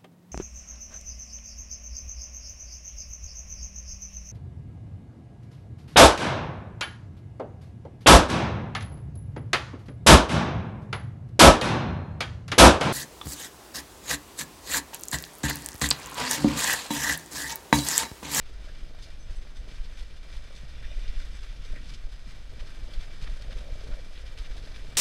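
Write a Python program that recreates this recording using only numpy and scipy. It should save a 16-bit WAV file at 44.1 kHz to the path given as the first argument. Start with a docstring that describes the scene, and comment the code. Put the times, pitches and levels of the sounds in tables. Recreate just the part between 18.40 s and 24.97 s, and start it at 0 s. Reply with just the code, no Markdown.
"""Dog sled on packed snow

The runners hiss over snow grains, swish with the team's strides, and scuff, rasp, squeak and crack
over ruts and crust. The rough trail sets the wooden frame rumbling and knocking, and small metal
snaps and fittings on the lines ring faintly. Wind and jolts buffet a microphone the driver carries."""
import sys
import numpy as np
from scipy import signal
from scipy.fft import rfft, irfft
from scipy.io import wavfile
from scipy.ndimage import uniform_filter1d

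SR = 44100
rng = np.random.default_rng(int(sys.argv[2]) if len(sys.argv) > 2 else 0)


def persist_wave(psi):
    """Save psi, clipped to +-1, as 16-bit WAV."""
    counts = np.round(np.clip(psi, -1, 1) * 32767).astype(np.int16)
    wavfile.write(sys.argv[1], SR, np.atleast_2d(counts).T)


N = 289737
TIME = np.arange(N) / SR
HZ = np.fft.rfftfreq(N, 1 / SR)

# Levels in the tables are relative: each source adds its own gain.
# steady rubbing of the runners: t/s, level/dB
GLIDE_LEVEL = [(0, -58), (.4, -56), (.51, -60), (.68, -57), (.8, -58.5), (1.0, -58), (1.1, -57.5),
               (1.45, -56), (1.75, -57.5), (2.02, -56.5), (2.25, -56.5), (2.55, -55.5), (2.9, -54),
               (3.17, -56.5), (3.4, -55), (3.65, -57.5), (3.81, -58.5), (3.98, -56.5), (4.1, -57),
               (4.4, -55), (4.9, -54.5), (5.6, -55), (5.95, -57), (6.15, -54.5), (6.57, -55)]
# swishes as the team tugs, about three a second: middle t/s, level/dB
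STRIDE_SWISHES = [(.27, -57), (.41, -70), (.94, -58.5), (1.34, -58.5), (1.6, -56), (1.94, -57),
                  (2.2, -57.5), (2.57, -56), (2.78, -56), (3.04, -59), (3.26, -61), (3.51, -58),
                  (3.91, -57.5), (4.31, -57.5), (4.84, -56.5), (5.35, -58), (5.79, -57.5), (6.04, -60),
                  (6.37, -57)]
# tone of crushed snow: f/Hz, level/dB
SNOW_SPECTRUM = [(200, -25.5), (500, -2.5), (800, -4.5), (1050, -3), (1400, 1), (2100, -1.5), (2600, -2),
                 (3200, 0), (4400, -2.5), (5700, -7.5), (8000, -14), (10200, -18.5), (11000, -22.5),
                 (15000, -32.5)]
# peaks and hollows the sled adds to that tone: f/Hz, width/Hz, level/dB
SLED_RESONANCES = [(1566, 38, 4.5), (1930, 240, 3), (2340, 66, 10), (3573, 74, 4.5), (5064, 140, 7.5),
                   (5670, 300, 0), (6230, 150, 3.5), (6610, 400, 5.5), (6820, 430, -8.5), (7600, 300, 3),
                   (8830, 510, -5), (9180, 240, 8)]
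# scuffs over ruts and crust: middle t/s, level/dB, centre f/Hz, spread/octaves
RUT_SCUFFS = [(.636, -50, 6300, 0.94), (.919, -56.5, 4500, 1.2), (1.174, -54.5, 4500, 1.5),
              (1.315, -55, 4000, .9), (1.362, -60, 3600, .9), (1.448, -58, 4400, 0.6),
              (1.6, -52.5, 4300, .8), (1.94, -56, 3000, 1.2), (2.163, -54, 6000, 0.89),
              (2.44, -51.5, 1620, 0.55), (2.6, -59, 3500, 0.59), (2.688, -51, 3600, 0.82),
              (2.765, -61, 3500, 0.54), (3.037, -53.5, 3000, 1.5), (3.258, -54.5, 4000, 1.2),
              (3.366, -49.5, 1860, 0.37), (3.468, -55, 4200, .9), (3.497, -55, 5500, 0.65),
              (3.547, -48, 5200, 0.86), (3.757, -59, 4200, 1.1), (4.207, -50, 2410, 1.7),
              (4.283, -57, 3500, 1.2), (4.617, -52.5, 4200, 1.4), (4.828, -47.5, 4500, 1.6),
              (4.872, -50, 1540, 1.2), (5.118, -49, 2330, 1.6), (5.178, -58, 4200, 2.4),
              (5.449, -55, 5000, 1.5), (5.526, -52, 1800, 1.9), (5.769, -52.5, 2700, 0.63),
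              (5.875, -52.5, 3500, 1.1), (5.993, -52, 4400, 1.7), (6.052, -50, 3300, 0.75),
              (6.18, -52, 4600, 1.6), (6.254, -54.5, 4400, 0.83), (6.352, -50.5, 2900, 1)]
# a runner rasping over a hard stretch: t/s, level/dB
RASP_LEVEL = [(2.2, -90), (2.35, -60), (2.57, -58), (2.8, -57), (3.0, -70), (3.1, -62), (3.3, -66),
              (3.5, -93)]
# ring of that runner: f/Hz, width/Hz, level/dB
RUNNER_RESONANCES = [(1970, 190, -3), (2370, 140, 1), (2820, 320, -3), (3560, 250, 0), (5020, 130, -7),
                     (5680, 120, -2.5)]
# cold snow squeaking: middle t/s, level/dB, length/s, f/Hz
SNOW_SQUEAKS = [(.291, -51, .012, 1580), (2.443, -53, .02, 1800), (3.366, -49.5, .024, 1900),
                (5.528, -50.5, .02, 1500)]
# icy crust snapping: t/s, level/dB, centre f/Hz
CRUST_CRACKS = [(1.168, -60, 4000), (4.606, -55, 2340), (4.815, -54, 3000), (5.021, -50, 3460),
                (5.118, -55, 2580), (5.168, -58, 1900), (5.522, -53, 1500), (5.763, -60, 2200),
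                (5.975, -49.5, 2470), (6.054, -62, 3300), (6.367, -54, 2500), (6.553, -52, 2300)]
# tone of the wooden frame: f/Hz, level/dB
FRAME_SPECTRUM = [(40, -29), (75, 9.5), (105, 7.5), (140, 3.5), (200, -2), (280, -3), (370, -7.5),
                  (450, -6), (620, -7.5), (780, -14), (1200, -22), (3000, -42.5)]
# rise and fall of the rumble in the sled's bed: t/s, level/dB
RUMBLE_LEVEL = [(0, -58), (.4, -52.5), (.7, -54), (1.08, -55), (1.3, -55), (2.1, -55), (2.95, -53),
                (3.15, -54), (3.42, -48), (3.78, -59), (4.08, -53), (4.45, -52.5), (5.25, -50), (5.45, -49),
                (5.66, -53.5), (5.9, -56.5), (6.25, -51), (6.57, -50)]
# how hard the trail shakes the sled: t/s, level/dB
SHAKE_LEVEL = [(0, -60), (2.0, -63.5), (2.5, -60), (3.0, -62.5), (3.35, -62.5), (3.8, -63.5), (4.25, -58),
               (5.0, -60.5), (5.3, -55), (5.75, -59), (6.25, -57), (6.57, -58)]
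# hard knocks in loose joints: t/s, level/dB, f/Hz
HARD_KNOCKS = [(.273, -52.5, 600), (.694, -57, 623), (1.274, -54.5, 600), (2.103, -54.5, 550),
               (2.231, -54.5, 570), (2.514, -50, 590), (3.333, -53, 604), (3.362, -54, 550),
               (4.224, -52.5, 604), (4.289, -53.5, 450), (4.485, -51, 517), (4.697, -54, 608),
               (4.89, -53, 620), (5.082, -54, 660), (5.097, -49.5, 545), (5.132, -53, 630),
               (5.163, -48, 430), (5.209, -52, 573), (5.239, -49, 538), (5.266, -50, 550),
               (5.288, -48, 590), (5.305, -53, 586), (5.354, -52, 622), (5.392, -57, 620),
               (5.412, -48, 583), (5.437, -47, 393), (5.508, -53, 595), (5.533, -50, 607),
               (5.571, -52, 540), (5.591, -49.5, 504), (6.235, -51, 444), (6.274, -50, 614)]
# the sled dropping onto hard snow: t/s, level/dB, centre f/Hz
SLED_DROPS = [(1.271, -54.5, 298), (2.231, -43, 118), (2.45, -58, 130), (3.293, -53.5, 257),
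              (3.358, -50, 242), (3.865, -47.5, 154), (4.17, -47, 125), (4.729, -57, 270), (4.819, -42, 90),
              (4.868, -50.5, 218), (5.1, -50, 105), (6.21, -59, 120), (6.47, -48, 100)]
# harness snaps touching: t/s, level/dB, chatter length/s, brightness/dB
SNAP_TOUCHES = [(.585, -69, .03, -4), (.79, -61, .045, -8), (.953, -66, .016, 6), (.975, -68, .03, -2),
                (1.145, -66, .05, -4), (1.52, -69, .04, 0), (2.15, -64, .03, -8), (2.925, -66.5, .04, 2.5),
                (3.225, -66, .05, -8)]
# ringing tones of a snap: f/Hz, level/dB, 60 dB fade time/s
SNAP_TONES = [(6093, 0, .13), (7748, -6, .13), (9200, -13, .12), (9930, -14, .08)]
# a tow line fitting shifting: t/s, level/dB, rub length/s, favoured f/Hz
FITTING_RUBS = [(.627, -52.5, 0.019, 4320), (4.535, -44.5, 0.0033, 4000)]
# ringing tones of that fitting: f/Hz, level/dB, 60 dB fade time/s
FITTING_TONES = [(3420, -0.5, 0.039), (4350, -2.5, .05), (4800, -3, 0.056)]
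# air flowing over the microphone: t/s, level/dB
WIND_LEVEL = [(0, -41), (1.3, -42.5), (2.1, -43), (2.35, -40.5), (2.65, -34.5), (3.0, -38.5), (3.5, -40.5),
              (3.9, -42), (4.9, -39), (5.3, -40), (5.7, -40), (6.57, -40)]
# tone of the swirling air: f/Hz, level/dB
WIND_SPECTRUM = [(8, -8), (18, 4), (26, -7.5), (45, -8.5), (60, -13.5), (85, -25), (125, -31), (200, -42.5),
                 (400, -68), (1500, -111)]
# gusts and jolts on the microphone: middle t/s, level/dB, f/Hz
GUSTS_AND_JOLTS = [(0.441, -29, 29.8), (.615, -29.5, 27.6), (.905, -27, 27), (0.986, -26, 31.8),
                   (1.2, -26, 31.8), (1.412, -22.5, 25.6), (1.485, -25, 26.6), (1.615, -26, 29),
                   (1.819, -29.5, 27), (1.974, -26, 32), (2.058, -29, 28.2), (2.465, -26, 32),
                   (2.579, -24, 24), (2.694, -22, 26.6), (2.774, -18.5, 23.4), (3.1, -25, 24),
                   (3.324, -22.5, 25.2), (3.658, -27, 25), (3.858, -32, 31.8), (4.217, -25, 30.6),
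                   (4.433, -26, 37.5), (4.583, -21, 28.3), (4.833, -23.5, 32.3), (4.898, -21, 30),
                   (4.939, -25, 25), (5.081, -25, 29), (5.162, -24.5, 37.5), (5.325, -24, 39),
                   (5.535, -22.5, 30.5), (6.011, -23, 27.5), (6.116, -26, 29.2), (6.421, -28, 30),
                   (6.535, -31, 36.7)]


def runners(gain_db=0.62, crunch=0.33, flutter_db=0.88, crumble_db=1.15, patchy_db=0.66, brighten=0.51):
    """Sliding runners hiss and break snow crystals; each stride makes them louder and brighter."""
    rubbing = rng.standard_normal(N) + crunch * grains(per_s=2200, spread_db=1.5)
    spectrum = rfft(flexing(rubbing, snow_colour, detune=0.0098))
    friction_db = glide_with_strides()
    stride_db = friction_db - curve(GLIDE_LEVEL)
    centres_hz = np.geomspace(600, 12000, 7)
    hiss = np.zeros(N)
    for share, tilt in zip(np.eye(len(centres_hz)), np.linspace(-1, 1, len(centres_hz))):
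        band = irfft(spectrum * np.interp(HZ, centres_hz, share), N)
        hiss += band * amp(patchy_db * wander(rate_hz=19) + brighten * tilt * stride_db)
    hiss *= amp(flutter_db * wander(rate_hz=54) + crumble_db * crumbling(per_s=70, fall_s=0.0093))
    return unit_rms(hiss) * amp(friction_db + gain_db)


def glide_with_strides(length_s=0.058, lean=0.28, gain_db=-0.44):
    """The runners' level in dB: steady rubbing plus a swell for each tug of the team."""
    power = amp(curve(GLIDE_LEVEL)) ** 2
    for s, db in STRIDE_SWISHES:
        near = abs(TIME - s) < 3 * length_s
        power[near] += (amp(db + gain_db) * hump(TIME[near] - s, length_s, lean)) ** 2
    return 10 * np.log10(power)


def scuffs(gain_db=0.16, length_s=0.021, crunch=0.44, crumble_db=2.86, floor=0.086):
    """A runner bites harder for a moment: a clump of grains, dull in soft snow and bright on crust."""
    snow = shaped(rng.standard_normal(N) + crunch * grains(per_s=1300, spread_db=5), snow_colour())
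    snow *= amp(crumble_db * crumbling(per_s=180, fall_s=0.0034))
    out = np.zeros(N)
    for s, db, hz, octaves in RUT_SCUFFS:
        near = abs(TIME - s) < .1
        piece = snow[near]
        freqs = np.fft.rfftfreq(len(piece), 1 / SR) + 1
        scrape = irfft(rfft(piece) * (floor + focus(freqs, hz, octaves)), len(piece))
        pressure = hump(TIME[near] - s, length_s, lean=0.22)
        out[near] += amp(db + gain_db) * pressure * unit_rms(scrape)
    return out


def rasp(crunch=0.64, flutter_db=3.5):
    """On hard snow a runner catches and slips so fast that it keeps ringing."""
    rubbing = rng.standard_normal(N) + crunch * grains(per_s=610, spread_db=-3)
    ring = flexing(rubbing, runner_colour, detune=.02)
    return unit_rms(ring) * amp(curve(RASP_LEVEL) + flutter_db * wander(rate_hz=13))


def squeaks(gain_db=-1.0, waver=.1):
    """Cold snow sticks and slips at an unsteady rate for a few dozen cycles."""
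    unsteady_time = np.cumsum(1 + waver * wander(rate_hz=450)) / SR
    return sum(amp(db + gain_db) * hump(TIME - s, length_s) * np.sin(2 * np.pi * hz * unsteady_time)
               for s, db, length_s, hz in SNOW_SQUEAKS)


def cracks(gain_db=4.0):
    """The crust gives way all at once with a brief, bright crunch."""
    return amp(gain_db) * bursts(CRUST_CRACKS, rise_s=0.0013, octaves=0.68)


def frame(gain_db=-54.0, rattle=0.92, shake_share=0.72, rumble_share=0.9, uneven_db=1.5, split_hz=300):
    """Small jolts keep the sled drumming: the bed rumbles low and the slats chatter above it."""
    jolts = rng.standard_normal(N) + rattle * grains(per_s=160, spread_db=3.5)
    body = shaped(jolts, spectrum_db(FRAME_SPECTRUM))
    bed = lows(body, split_hz)
    slats = body - bed
    bed_db = rumble_share * curve(RUMBLE_LEVEL) + uneven_db * wander(rate_hz=14)
    slats_db = shake_share * curve(SHAKE_LEVEL)
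    return amp(gain_db) * (bed * amp(bed_db - bed_db.mean()) + slats * amp(slats_db - slats_db.mean()))


def knocks(gain_db=5.0, rise_s=0.0022, sag=0.038, bounce_s=0.011, bounce_db=-7):
    """Lashed wooden joints knock: a soft start, a few cycles of ring, then a weaker rebound."""
    t, out = np.arange(SR // 25) / SR, np.zeros(N)
    rows = HARD_KNOCKS + light_knocks()
    for (s, db, hz), (phase, softness, slack) in zip(rows, rng.random((len(rows), 3))):
        age = t / (rise_s * 2 ** (softness - .5))
        cycles = hz * t * (1 + sag * np.exp(-age / 2))  # the pitch starts a little high
        ring = age * np.exp(1 - age) * np.sin(2 * np.pi * (cycles + phase))
        add(out, s, amp(db + gain_db) * ring)
        add(out, s + bounce_s * (1 + slack), amp(db + gain_db + bounce_db) * ring)
    return out


def light_knocks(per_s=11, centre_hz=513, octaves=0.44, over_shake_db=1.5, spread_db=3.5):
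    """Chance knocks, stronger where the trail is rough, as rows like HARD_KNOCKS."""
    delay, weakness, pitch = rng.random((200, 3)).T
    times = (np.arange(len(delay)) + delay) / per_s
    db = curve(SHAKE_LEVEL, times) + over_shake_db - spread_db * (2 * weakness - 1)
    hz = centre_hz * 2 ** (octaves * (2 * pitch - 1))
    return list(zip(times, db, hz))


def bumps(gain_db=-1.5):
    """Heavier drops push the whole frame into a short, dull thud."""
    return amp(gain_db) * bursts(SLED_DROPS, rise_s=0.0076, octaves=0.46)


def harness_snaps(chatter_db=4.5, waver_hz=30):
    """A snap chatters against its ring, then dies away; some touches ring bright, others dull."""
    t, out = np.arange(SR // 3) / SR, np.zeros(N)
    bright_shares = np.linspace(0, 1, len(SNAP_TONES)) ** .5
    for s, db, length_s, bright_db in SNAP_TOUCHES:
        swell = np.sqrt(np.minimum(2 * t / length_s, 1))
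        since_release = np.maximum(t - length_s, 0)
        for (hz, tone_db, fade_s), share in zip(SNAP_TONES, bright_shares):
            waver, chatter = smooth_noise(len(t), width=260), smooth_noise(len(t), width=260)
            ring = np.sin(2 * np.pi * np.cumsum(hz + waver_hz * waver) / SR)
            ring_db = db + tone_db + bright_db * share + chatter_db * chatter
            add(out, s, swell * ring * amp(ring_db - 60 * since_release / fade_s))
    return out


def fitting_clinks(rise_s=0.0023, rub=0.69):
    """A metal fitting on the tow line rubs under load and rings on: a soft, gritty clink."""
    t, out = np.arange(SR // 8) / SR, np.zeros(N)
    swell = np.minimum(t / rise_s, 1)
    for s, db, length_s, favoured_hz in FITTING_RUBS:
        since_release = np.maximum(t - length_s, 0)
        for hz, tone_db, fade_s in FITTING_TONES:
            grit = 1 + rub * smooth_noise(len(t), width=30)
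            ring = np.sin(2 * np.pi * (hz * t + rng.random())) * focus(hz, favoured_hz, octaves=.3)
            add(out, s, swell * grit * ring * amp(db + tone_db - 60 * since_release / fade_s))
    return out


def wind(gain_db=4.0, deep_hz=54, flutter_share=0.64, flutter_db=-2.5):
    """Air swirls on the microphone: the deepest swings follow the airflow, finer flutter only in part."""
    swirls = shaped(rng.standard_normal(N), spectrum_db(WIND_SPECTRUM))
    strength = np.sqrt(uniform_filter1d(abs(signal.hilbert(swirls)) ** 2, size=3000) + 1e-9)
    swirls = unit_rms(swirls / strength)  # evens out chance swells
    deep = lows(swirls, deep_hz)
    flow_db = curve(WIND_LEVEL)
    softened_db = flutter_share * flow_db + (1 - flutter_share) * flow_db.mean()
    return amp(gain_db) * (deep * amp(flow_db) + (swirls - deep) * amp(softened_db + flutter_db))


def thumps(gain_db=1.0, roundness=3.1):
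    """A gust or jolt is one push of pressure and its rebound; the rounder it is, the duller it sounds."""
    t, out = np.arange(-SR // 8, SR // 8) / SR, np.zeros(N)
    for (s, db, hz), phase in zip(GUSTS_AND_JOLTS, rng.random(len(GUSTS_AND_JOLTS))):
        swing = np.exp(2j * np.pi * phase) / (1 - 2j * np.pi * hz * t / roundness) ** roundness
        add(out, s + t[0], amp(db + gain_db) * swing.real)
    return out


def snow_colour(stretch=1):
    """Spectrum in dB of crushed snow heard through the sled; stretch retunes the resonances."""
    peaks_db = sum(db * resonance(hz * stretch, width) for hz, width, db in SLED_RESONANCES)
    return spectrum_db(SNOW_SPECTRUM) + peaks_db


def runner_colour(stretch):
    """Spectrum in dB of a ringing runner; stretch retunes it."""
    peaks = sum(amp(db) * resonance(hz * stretch, width) for hz, width, db in RUNNER_RESONANCES)
    return 20 * np.log10(peaks)


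def flexing(sound, colour, detune):
    """The sled flexes under load, so its tone drifts between a higher and a lower tuning."""
    load = .5 + .5 * np.tanh(wander(rate_hz=6.5))
    return load * shaped(sound, colour(1 + detune)) + (1 - load) * shaped(sound, colour(1 - detune))


def grains(per_s, spread_db):
    """Random clicks of uneven size."""
    sizes = amp(spread_db * np.minimum(rng.exponential(1, N), 4)) * rng.choice([-1., 1.], N)
    return unit_rms(sizes * (rng.random(N) < per_s / SR))


def crumbling(per_s, fall_s):
    """Tiny collapses of the snow: each makes the level jump up, then fade."""
    jumps = rng.exponential(1, N) * (rng.random(N) < per_s / SR)
    level = np.sqrt(signal.lfilter([1], [1, -np.exp(-1 / (fall_s * SR))], jumps))
    return unit_rms(level - level.mean())


def bursts(rows, rise_s, octaves):
    """Short puffs of noise around a centre pitch, with a quick rise and a longer fall."""
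    size, out = SR // 10, np.zeros(N)
    age = np.arange(size) / SR / rise_s
    freqs = np.fft.rfftfreq(size, 1 / SR) + 1
    force = age * np.exp(1 - age)
    for (s, db, hz), noise in zip(rows, rng.standard_normal((len(rows), size))):
        puff = force * irfft(rfft(noise) * focus(freqs, hz, octaves), size)
        add(out, s, amp(db) * puff * np.linalg.norm(force) / np.linalg.norm(puff))
    return out


def hump(t, length_s, lean=0):
    """A smooth swell near t = 0; lean makes it rise faster than it falls."""
    offset = t / length_s + lean / 2
    return np.exp(-np.pi / 2 * (offset / (1 + lean * np.sign(offset))) ** 2)


def wander(rate_hz):
    """A random drift, up to about rate_hz swings a second."""
    return unit_rms(irfft(rfft(rng.standard_normal(N)) / np.sqrt(1 + (HZ / rate_hz) ** 4), N))


def smooth_noise(size, width):
    """Noise averaged over width samples."""
    return unit_rms(uniform_filter1d(rng.standard_normal(size), size=width))


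def resonance(hz, width_hz):
    """A peak of height 1 in the spectrum."""
    return 1 / (1 + (2 * (HZ - hz) / width_hz) ** 2)


def focus(freqs, centre_hz, octaves):
    """A bell-shaped gain around one pitch."""
    return np.exp(-.5 * (np.log2(freqs / centre_hz) / octaves) ** 2)


def lows(sound, edge_hz):
    """Keeps what lies below edge_hz."""
    return irfft(rfft(sound) / (1 + (HZ / edge_hz) ** 6), N)


def shaped(sound, db):
    """Filters by a dB spectrum and scales to rms 1."""
    return unit_rms(irfft(rfft(sound) * amp(db), N))


def spectrum_db(rows):
    """Joins (f/Hz, level/dB) rows by straight lines on a log frequency axis."""
    hz, db = np.transpose(rows)
    return np.interp(np.log(HZ + 1), np.log(hz), db)


def curve(rows, times=TIME):
    """Joins (t/s, level/dB) rows by straight lines."""
    return np.interp(times, *np.transpose(rows))


def amp(db):
    """Turns decibels into gain."""
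    return 10 ** (np.asarray(db) / 20)


def unit_rms(x):
    """Scales to an average size (rms) of 1."""
    return x / np.sqrt(np.mean(x ** 2) + 1e-20)


def add(mix, s, sound):
    """Mixes a sound in at s seconds."""
    part = mix[max(round(s * SR), 0):][:len(sound)]
    part += sound[:len(part)]


def scene():
    """Everything is close by, in open air over snow, so there is no echo."""
    snow = runners() + scuffs() + rasp() + squeaks() + cracks()
    sled = frame() + knocks() + bumps() + harness_snaps() + fitting_clinks()
    return (snow + sled + wind() + thumps())[None]


def record(dry):
    """The highest treble is cut off."""
    treble_cut = signal.firwin(511, cutoff=15100, window=("kaiser", 9), fs=SR)
    return signal.oaconvolve(dry, treble_cut[None], "same")


dry = scene()
out = record(dry)
persist_wave(out)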